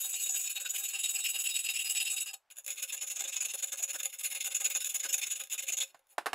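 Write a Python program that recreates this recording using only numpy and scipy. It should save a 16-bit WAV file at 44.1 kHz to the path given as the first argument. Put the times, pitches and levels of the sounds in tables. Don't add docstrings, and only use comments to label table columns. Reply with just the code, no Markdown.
import sys
import numpy as np
from scipy import signal
from scipy.fft import rfft, irfft
from scipy.io import wavfile
from scipy.ndimage import uniform_filter1d

SR = 44100
rng = np.random.default_rng(int(sys.argv[2]) if len(sys.argv) > 2 else 0)


def to_wav(sig):
    pcm = np.clip(np.atleast_2d(sig), -1, 1) * 32767
    pcm = np.round(pcm).astype(np.int16)
    wavfile.write(sys.argv[1], SR, pcm.T)


N = 279594


def undb(db):
    return 10 ** (np.asarray(db) / 20)


def ring(x, hz, width):
    y = signal.lfilter(*signal.iirpeak(hz, hz / width, SR), x) / np.sqrt(np.pi * width / SR)
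    return signal.lfilter(*signal.iirpeak(hz, hz / min(7 * width + 0.2 * hz, SR / 4), SR), y)


def band(x, lo_hz, hi_hz):
    sos = signal.butter(3, [lo_hz, min(hi_hz, .45 * SR)], "bandpass", fs=SR, output="sos")
    return signal.sosfilt(sos, x) / np.sqrt(2 * (hi_hz - lo_hz) / SR)


def noise(envelope):
    return envelope * rng.standard_normal(len(envelope))


def walk(rate):
    hold = int(SR / rate)
    return 1.15 * uniform_filter1d(np.repeat(rng.standard_normal(N // hold + 1), hold), hold)[:N]


def bursts(times, sizes, decay_s):
    age = np.arange(N) / SR - times[:, None]
    decay = np.exp(-np.maximum(age, 0) / np.reshape(decay_s, (-1, 1)))
    return np.sum(sizes[:, None] * (age >= 0) * decay, axis=0)


def wide(mid, side, share):
    return np.array([mid + share * side, mid - share * side])


# frequency in Hz, relative spectral level in dB.
AIR_SPECTRUM = [(30, -8), (200, -22), (800, 0), (16000, -28)]


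def shop_air(level_db=-80):
    hz, db = np.transpose(AIR_SPECTRUM)
    gain = undb(np.interp(np.log(np.fft.rfftfreq(N, 1 / SR) + 1), np.log(hz), db))
    mid, side = irfft(rfft(rng.standard_normal((2, N))) * gain, N)
    air = wide(mid, side, 0.16)
    return air * undb(level_db) / np.sqrt(np.mean(air ** 2))


def add_reflections(direct, t60_s=.11, level_db=-13):
    t = np.arange(SR // 4) / SR
    onset = np.clip(t / 0.0037 - 1, 0, 1)
    mid, side = rng.standard_normal((2, len(t))) * np.exp(-np.log(1000) * t / t60_s) * onset
    echo = wide(mid, side, 0.28)
    echo *= undb(level_db) / np.sqrt(np.sum(echo ** 2) / 2)
    return direct + signal.fftconvolve(direct.mean(axis=0, keepdims=True), echo, axes=1)[:, :N]


def low_rumble(force):
    return wide(band(noise(force), 22, 224), band(noise(force), 22, 224), .45)


# frequency in Hz, width in Hz, gain in dB.
BENCH_MODES = [(760, 260, -6), (1080, 250, -9), (1530, 420, -6), (2750, 300, -16), (9200, 5500, -19.5)]


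def bench_top(blow, rattle):
    return sum(undb(db) * ring(blow + noise(rattle), hz, min(width, hz / 3))
               for hz, width, db in BENCH_MODES)


# start in seconds, force in dB, rattle decay in seconds.
BENCH_KNOCKS = [(5.945, -50, 0.0063), (6.181, -24.5, 0.0041), (6.259, -25.5, 0.0044),
                (6.266, -26.5, 0.0046), (6.331, -25, 0.0047)]


def knocks():
    start, db, rattle_s = np.transpose(BENCH_KNOCKS)
    rust = bursts(start, undb(db - 19), decay_s=0.026)
    force = (bursts(start, undb(db), rattle_s) + rust)[-SR // 2:]
    blow = np.zeros(len(force))
    blow[(start * SR).astype(int) - N] = undb(db - 5)
    blow = signal.lfilter([1], [1, -0.75], blow)
    box = sum(min(1, (1600 / hz) ** 0.78) * ring(noise(force), hz, 2 * width + 45)
              for hz, width, *_ in BOX_MODES)
    pan = undb([[-1.7], [1.7]])
    sound = pan * (undb(-17) * box + bench_top(blow, force)) + low_rumble(undb(-39.5) * force)
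    return np.pad(sound, ((0, 0), (N - len(force), 0)))


def rust_flakes(per_second=160, level_db=-17, decay_s=0.0008):
    cracks = rng.random(N) < per_second / SR
    sizes = undb(level_db + 4 * np.minimum(rng.exponential(size=N), 3))
    return signal.lfilter([1], [1, -np.exp(-1 / (decay_s * SR))], cracks * sizes)


# start in seconds, relative force in dB.
TUFT_CATCHES = [(2.31, -28), (2.339, -24), (2.51, -39), (2.568, -31.5), (2.5845, -25.5), (2.6476, -33),
                (2.6632, -18.5), (2.6788, -15.5), (3.207, -12.5), (3.2201, -16.5), (3.537, -20),
                (3.847, -21), (4.032, -16.5), (4.056, -17.5), (4.193, -29), (4.445, -24), (4.806, -20.5),
                (4.845, -17), (5.181, -14.5), (5.437, -21.5), (5.472, -31.5), (5.506, -32), (5.803, -16),
                (5.992, -46.5), (6.069, -55.5)]


def tuft_catches():
    start, db = np.transpose(TUFT_CATCHES)
    return bursts(start, undb(db - 12), decay_s=0.0012)


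def wire_slips(tuft_db, scatter_db=2):
    slipping = rng.random(N) < .3
    size = undb(scatter_db * np.minimum(rng.exponential(size=N), 4))
    slips = (slipping * size + 0.3) * undb(tuft_db)
    return slips / np.sqrt(np.mean(slips ** 2))


MOVES_S = [0.92, 2.45]
# time in seconds, dip at the turn in dB, then wall flex,
# handle thud and bristle sizzle in dB relative to the main ring.
HAND_GRIP = [(0.0, 5, -10, -29.5, -5.5), (0.45, 7, -9.5, -29, -5.5), (0.58, 21, -5, -22.5, -7.5),
             (0.8, 8.5, -8, -27.5, -7), (1.1, 11.5, -3, -27, -5.5), (1.5, 14, -2.5, -25, -3),
             (2.0, 10.5, 0, -29, -6), (2.2, 8.5, -7.5, -30, -5.5), (2.33, 33, -5.5, -22.5, -8.5),
             (2.56, 50.5, -9.5, -16.5, -0.5), (2.64, 39, -19, -34, -15), (2.7, 8, -10, -19.5, -5.5),
             (2.76, 18, -6, -25, -6), (3.3, 16, -8, -21, -10), (3.43, 14, -3.5, -23, -8.5),
             (3.7, 21, -8.5, -19.5, -8), (4.12, 21, -6.5, -22, -4), (4.4, 18.5, -5, -20.5, -5.5),
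             (5.35, 16, -7.5, -21.5, -5.5), (5.75, 25.5, -5.5, -23.5, -8.5), (5.871, 2.5, -5.5, -21, -3),
             (5.95, 10, -7, 0, -8), (6.1, 0.5, -5, -12, 2)]
# dip, flex, thud, sizzle in dB.
PULL_OVER_PUSH = [(-3.5, 6, 5, -2), (0.1, 5, 3.5, 0.5), (-3.7, 1.5, 4, 1)]
# time in seconds, extra thud for that stroke in dB.
BRUSH_BUMPS = [(0.05, 5.5), (0.44, 6.5), (0.51, 1), (0.95, 7), (1.34, 4), (3.2, 0), (3.25, 5), (3.55, 4.5),
               (3.96, 5.5), (4.05, 6.5), (4.75, 3), (4.86, 0.5), (5.05, 3.5), (5.42, 5)]


def grip(start, peak_s, peak_db, pull):
    habits = np.array(PULL_OVER_PUSH)[np.searchsorted(MOVES_S, start)].T
    grip_s, *curves = np.transpose(HAND_GRIP)
    dip, flex, thud, sizzle = (np.interp(at, grip_s, curve) + (pull - .5) * habit
                               for at, curve, habit in zip([start] + 3 * [peak_s], curves, habits))
    bump_s, bump_db = np.transpose(BRUSH_BUMPS)
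    thud += np.bincount(np.searchsorted(start, bump_s) - 1, bump_db, len(start))
    excess = np.clip(peak_db + 33, -4, 4)
    balance = dict(thud=thud - 0.66 * excess, flex=flex - 0.85 * excess, sizzle=sizzle - 0.79 * excess)
    colour_db = {name: np.interp(np.arange(N) / SR, peak_s, db) for name, db in balance.items()}
    return np.maximum(dip, 0), dict(colour_db, ring=0)


# start in seconds, place of the peak as a share of the stroke,
# peak drive in dB. The last row ends the brushing.
BRUSH_STROKES = [(0.0, 0.27, -32.5), (0.033, 0.42, -32.5), (0.085, 0.39, -34.5), (0.129, 0.2, -30.5),
                 (0.187, 0.73, -31), (0.252, 0.32, -31.5), (0.284, 0.56, -32.5), (0.335, 0.42, -30.5),
                 (0.388, .28, -33.5), (0.429, 0.56, -33), (0.492, 0.16, -34.5), (0.545, 0.7, -36.5),
                 (0.589, 0.46, -34.5), (0.641, 0.61, -36), (0.683, 0.47, -37), (0.728, 0.84, -32.5),
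                 (0.775, 0.17, -33.5), (0.827, 0.48, -34), (0.878, 0.22, -36), (0.925, 0.5, -34.5),
                 (0.982, 0.32, -32.5), (1.027, 0.4, -31), (1.081, 0.54, -31.5), (1.129, 0.62, -31),
                 (1.18, 0.37, -34), (1.23, 0.65, -32.5), (1.277, 0.46, -32.5), (1.326, 0.7, -33),
                 (1.378, 0.7, -31.5), (1.429, 0.81, -31.5), (1.479, 0.55, -32), (1.531, 0.67, -34),
                 (1.581, 0.31, -33.5), (1.631, 0.66, -32.5), (1.678, 0.61, -32), (1.728, 0.7, -32.5),
                 (1.781, 0.65, -30.5), (1.834, 0.57, -33.5), (1.887, 0.42, -30), (1.94, 0.72, -32),
                 (1.989, 0.56, -32), (2.042, 0.76, -33.5), (2.089, 0.6, -32), (2.155, 0.58, -35),
                 (2.196, 0.27, -32.5), (2.25, 0.31, -39.5), (2.329, 0.097, -42.5), (2.375, .17, -100),
                 (2.492, 0.44, -54.5), (2.549, 0.46, -50), (2.634, 1, -43), (2.699, 0.089, -38),
                 (2.749, 0.7, -41), (2.816, 0.34, -30), (2.867, 0.74, -38.5), (2.913, 0.52, -32),
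                 (2.966, 0.15, -40.5), (3.001, 0.5, -34.5), (3.059, 0.86, -36.5), (3.09, 0.35, -35.5),
                 (3.151, 0.5, -32), (3.183, 0.42, -33.5), (3.229, 0.52, -32.5), (3.27, 0.31, -30),
                 (3.315, 0.55, -32.5), (3.356, 0.28, -30), (3.395, 0.65, -32), (3.44, 0.44, -31),
                 (3.475, 0.53, -35.5), (3.53, 0.57, -33.5), (3.566, 0.62, -39.5), (3.615, 0.49, -30.5),
                 (3.662, 0.57, -41), (3.71, 0.39, -31.5), (3.763, 0.52, -35), (3.819, 0.23, -30.5),
                 (3.868, 0.75, -34.5), (3.922, 0.59, -33), (3.978, 0.64, -36.5), (4.02, .55, -41),
                 (4.088, .32, -47), (4.118, 0.3, -43), (4.177, 0.67, -38.5), (4.224, 0.44, -30.5),
                 (4.292, 0.75, -33.5), (4.338, 0.32, -34.5), (4.398, 0.3, -33), (4.435, 0.6, -31),
                 (4.494, 0.75, -37), (4.537, 0.41, -30), (4.592, 0.48, -33.5), (4.634, 0.46, -28.5),
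                 (4.691, 0.43, -34), (4.74, 0.37, -30), (4.794, 0.74, -33), (4.834, 0.7, -32.5),
                 (4.886, 0.24, -35.5), (4.934, 0.34, -30), (4.987, 0.56, -38), (5.022, 0.55, -31.5),
                 (5.08, 0.49, -34), (5.118, 0.48, -29), (5.168, 0.74, -36.5), (5.205, 0.6, -30.5),
                 (5.258, 0.29, -34), (5.293, 0.47, -32), (5.347, 0.43, -34.5), (5.387, 0.63, -37),
                 (5.43, .12, -50.5), (5.489, 0.63, -34.5), (5.569, 0.68, -30), (5.615, 0.33, -37.5),
                 (5.661, 0.76, -31), (5.712, 0.46, -31), (5.76, 0.6, -30.5), (5.797, 0.24, -33),
                 (5.866, 0.15, -59), (5.935, 0.13, -71.5), (6.032, .6, -90), (6.081, 0.44, -66.5),
                 (6.17, 0.36, -102)]


def strokes(flip_delay_s=0.0095, flip_db=-4, flip_decay_s=0.003):
    start, peak_at, peak_db = np.transpose(BRUSH_STROKES)
    peak_at = np.clip(peak_at, .05, .95)
    peak_s = start + peak_at * np.diff(start, append=start[-1])
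    pull = np.arange(len(start)) % 2
    dip_db, colour_db = grip(start, peak_s, peak_db, pull)
    turn_db = np.minimum(peak_db, np.r_[peak_db[0], peak_db[:-1]]) - dip_db
    t = np.arange(N) / SR
    k = np.clip(np.searchsorted(start, t, "right") - 1, 0, len(start) - 2)
    progress = np.clip((t - start[k]) / (start[k + 1] - start[k]), 0, 1)
    reach = np.where(pull[k], progress, 1 - progress)
    before = np.sin(np.pi / 2 * np.maximum(1 - progress / peak_at[k], 0))
    after = np.sin(np.pi / 2 * np.maximum((progress - peak_at[k]) / (1 - peak_at[k]), 0))
    long_wall = t <= MOVES_S[1]
    rise_db = before ** np.where(long_wall, 6.5, 4.96) * (turn_db[k] - peak_db[k])
    fall_db = after ** np.where(long_wall, 4.5, 3.19) * (turn_db[k + 1] - peak_db[k])
    flip_age = t - start[k] - flip_delay_s
    flip_size = undb(flip_db + 3 * rng.standard_normal(len(start)))
    flip = flip_size[k] * (flip_age > 0) * np.exp(-np.abs(flip_age) / flip_decay_s)
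    drive = undb(peak_db[k]) * (undb(rise_db + fall_db) + flip + rust_flakes()) * (t < start[-1])
    return drive, progress, reach, colour_db


# frequency in Hz, width in Hz, then relative strength in dB
BOX_MODES = [(370, 60, -46, -46, -38), (538, 24, -36, -35, -29), (670, 110, -42, -40, -34),
             (785.5, 29.7, -33.5, -26, -30.5), (1040, 90, -38, -36, -36), (1244, 24, -43, -32.5, -37),
             (1510, 90, -28, -28, -25), (1650, 100, -28, -28, -25), (2145, 60, -36, -57.5, -19),
             (2534, 142, -11.5, -8, -10), (2715, 90, -12, 1, -14), (2810, 70, -16, -3, -16),
             (2960, 350, -12, -3.5, -14), (3536, 200, -20.5, -26, -11), (3764, 37.6, -10, -2, -17.5),
             (4286, 61, -20, -14, -22.5), (4950, 86, -18.5, -5, -23), (5303, 80, -22.5, -11.5, -19),
             (6400, 160, -14.5, -18, -10.5), (6900, 128.3, -2.5, -3, 0.5), (7230, 200, -12, -12, -12),
             (7785, 140, -8, -1.5, -10.5), (7843, 55, -6.5, -4, -35), (8710, 98, -20, -16, -17.5),
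             (8940, 200, -26.5, -21.5, -24), (9350, 35, -12.5, -17, -20), (10070, 140, -16.5, -14, -14),
             (10140, 130, -19.5, -12, -10), (10720, 65, -25, -7.5, -13.5), (11000, 73, -13, -22, -15),
             (11560, 78, -15.5, -15, -21), (11940, 150, -9, -10.5, -12), (12580, 85, -11, -19, -18),
             (13500, 130, -30, -30, -20), (15100, 700, -14, -17, -16.5)]


def box_ring(force, signs, lo_hz, hi_hz, zone, far_db, flicker_db, stereo, near_end_hz=3766):
    modes = np.array([mode for mode in BOX_MODES if lo_hz <= mode[0] < hi_hz])
    shares_db = modes[:, 2:] - 10 * np.log10(np.sum(undb(2 * modes[:, 2:]), axis=0))
    sound = 0
    for (hz, width), share_db in zip(modes[:, :2], shares_db):
        lean_db = -far_db if abs(hz - near_end_hz) < 2 * width else far_db
        coupling = undb(share_db[zone] + lean_db + flicker_db * walk(25))
        tone = ring(force * coupling * np.roll(signs, int(hz)), hz, width)
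        quadrature = np.gradient(tone) / np.sin(2 * np.pi * hz / SR)
        sound += wide(tone, quadrature * rng.choice([-1, 1]), stereo)
    return sound


# name, low and high edge in Hz, then in dB the dry scratch,
# swell as the bristles dig in, band flicker and mode flicker, and last the modes' stereo side share.
BRUSH_BANDS = [("thud", 336.6, 2050, -7, 7.3, 2.5, 4.0, .33), ("flex", 1700, 5700, -20, 2.1, 1.5, 3.5, .15),
               ("ring", 5700, 9000, -34.5, -2, 0.8, 2.4, .08),
               ("sizzle", 9000, 15800, -7.5, 0.99, 1.5, 2.8, .15)]


def wire_brush():
    drive, progress, reach, colour_db = strokes()
    catches = tuft_catches()
    tufts, signs = walk(150), rng.standard_normal(N)
    zone = np.searchsorted(MOVES_S, np.arange(N) / SR)
    long_wall = zone < 2
    uneven = np.where(long_wall, .5, .8)
    sound = 0
    for name, lo, hi, scratch_db, swell_db, flicker_db, mode_flicker_db, stereo in BRUSH_BANDS:
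        slips = wire_slips(tuft_db=uneven * (tufts + 1.5 * walk(90)))
        slope_db = swell_db * np.where(long_wall & (name == "thud"), -1, 1)
        pressure = undb(slope_db * (progress - .5) + flicker_db * walk(40) - 4)
        force = (pressure * drive * slips + catches) * undb(colour_db[name])
        mid, side = (band(noise(force), lo, hi) for _ in range(2))
        sound += undb(scratch_db) * wide(mid, side, .42)
        far_db = 9 * (reach - .5) * long_wall * (name == "flex")
        sound += box_ring(force, signs, lo, hi, zone, far_db, mode_flicker_db, stereo)
    return sound + low_rumble(undb(-41.5) * drive * undb(colour_db["thud"] / 2))


def scene():
    return add_reflections(wire_brush() + knocks()) + shop_air()


def record(dry):
    return signal.sosfilt(signal.ellip(10, .2, 75, 15680, fs=SR, output="sos"), dry)


dry = scene()
out = record(dry)
to_wav(out)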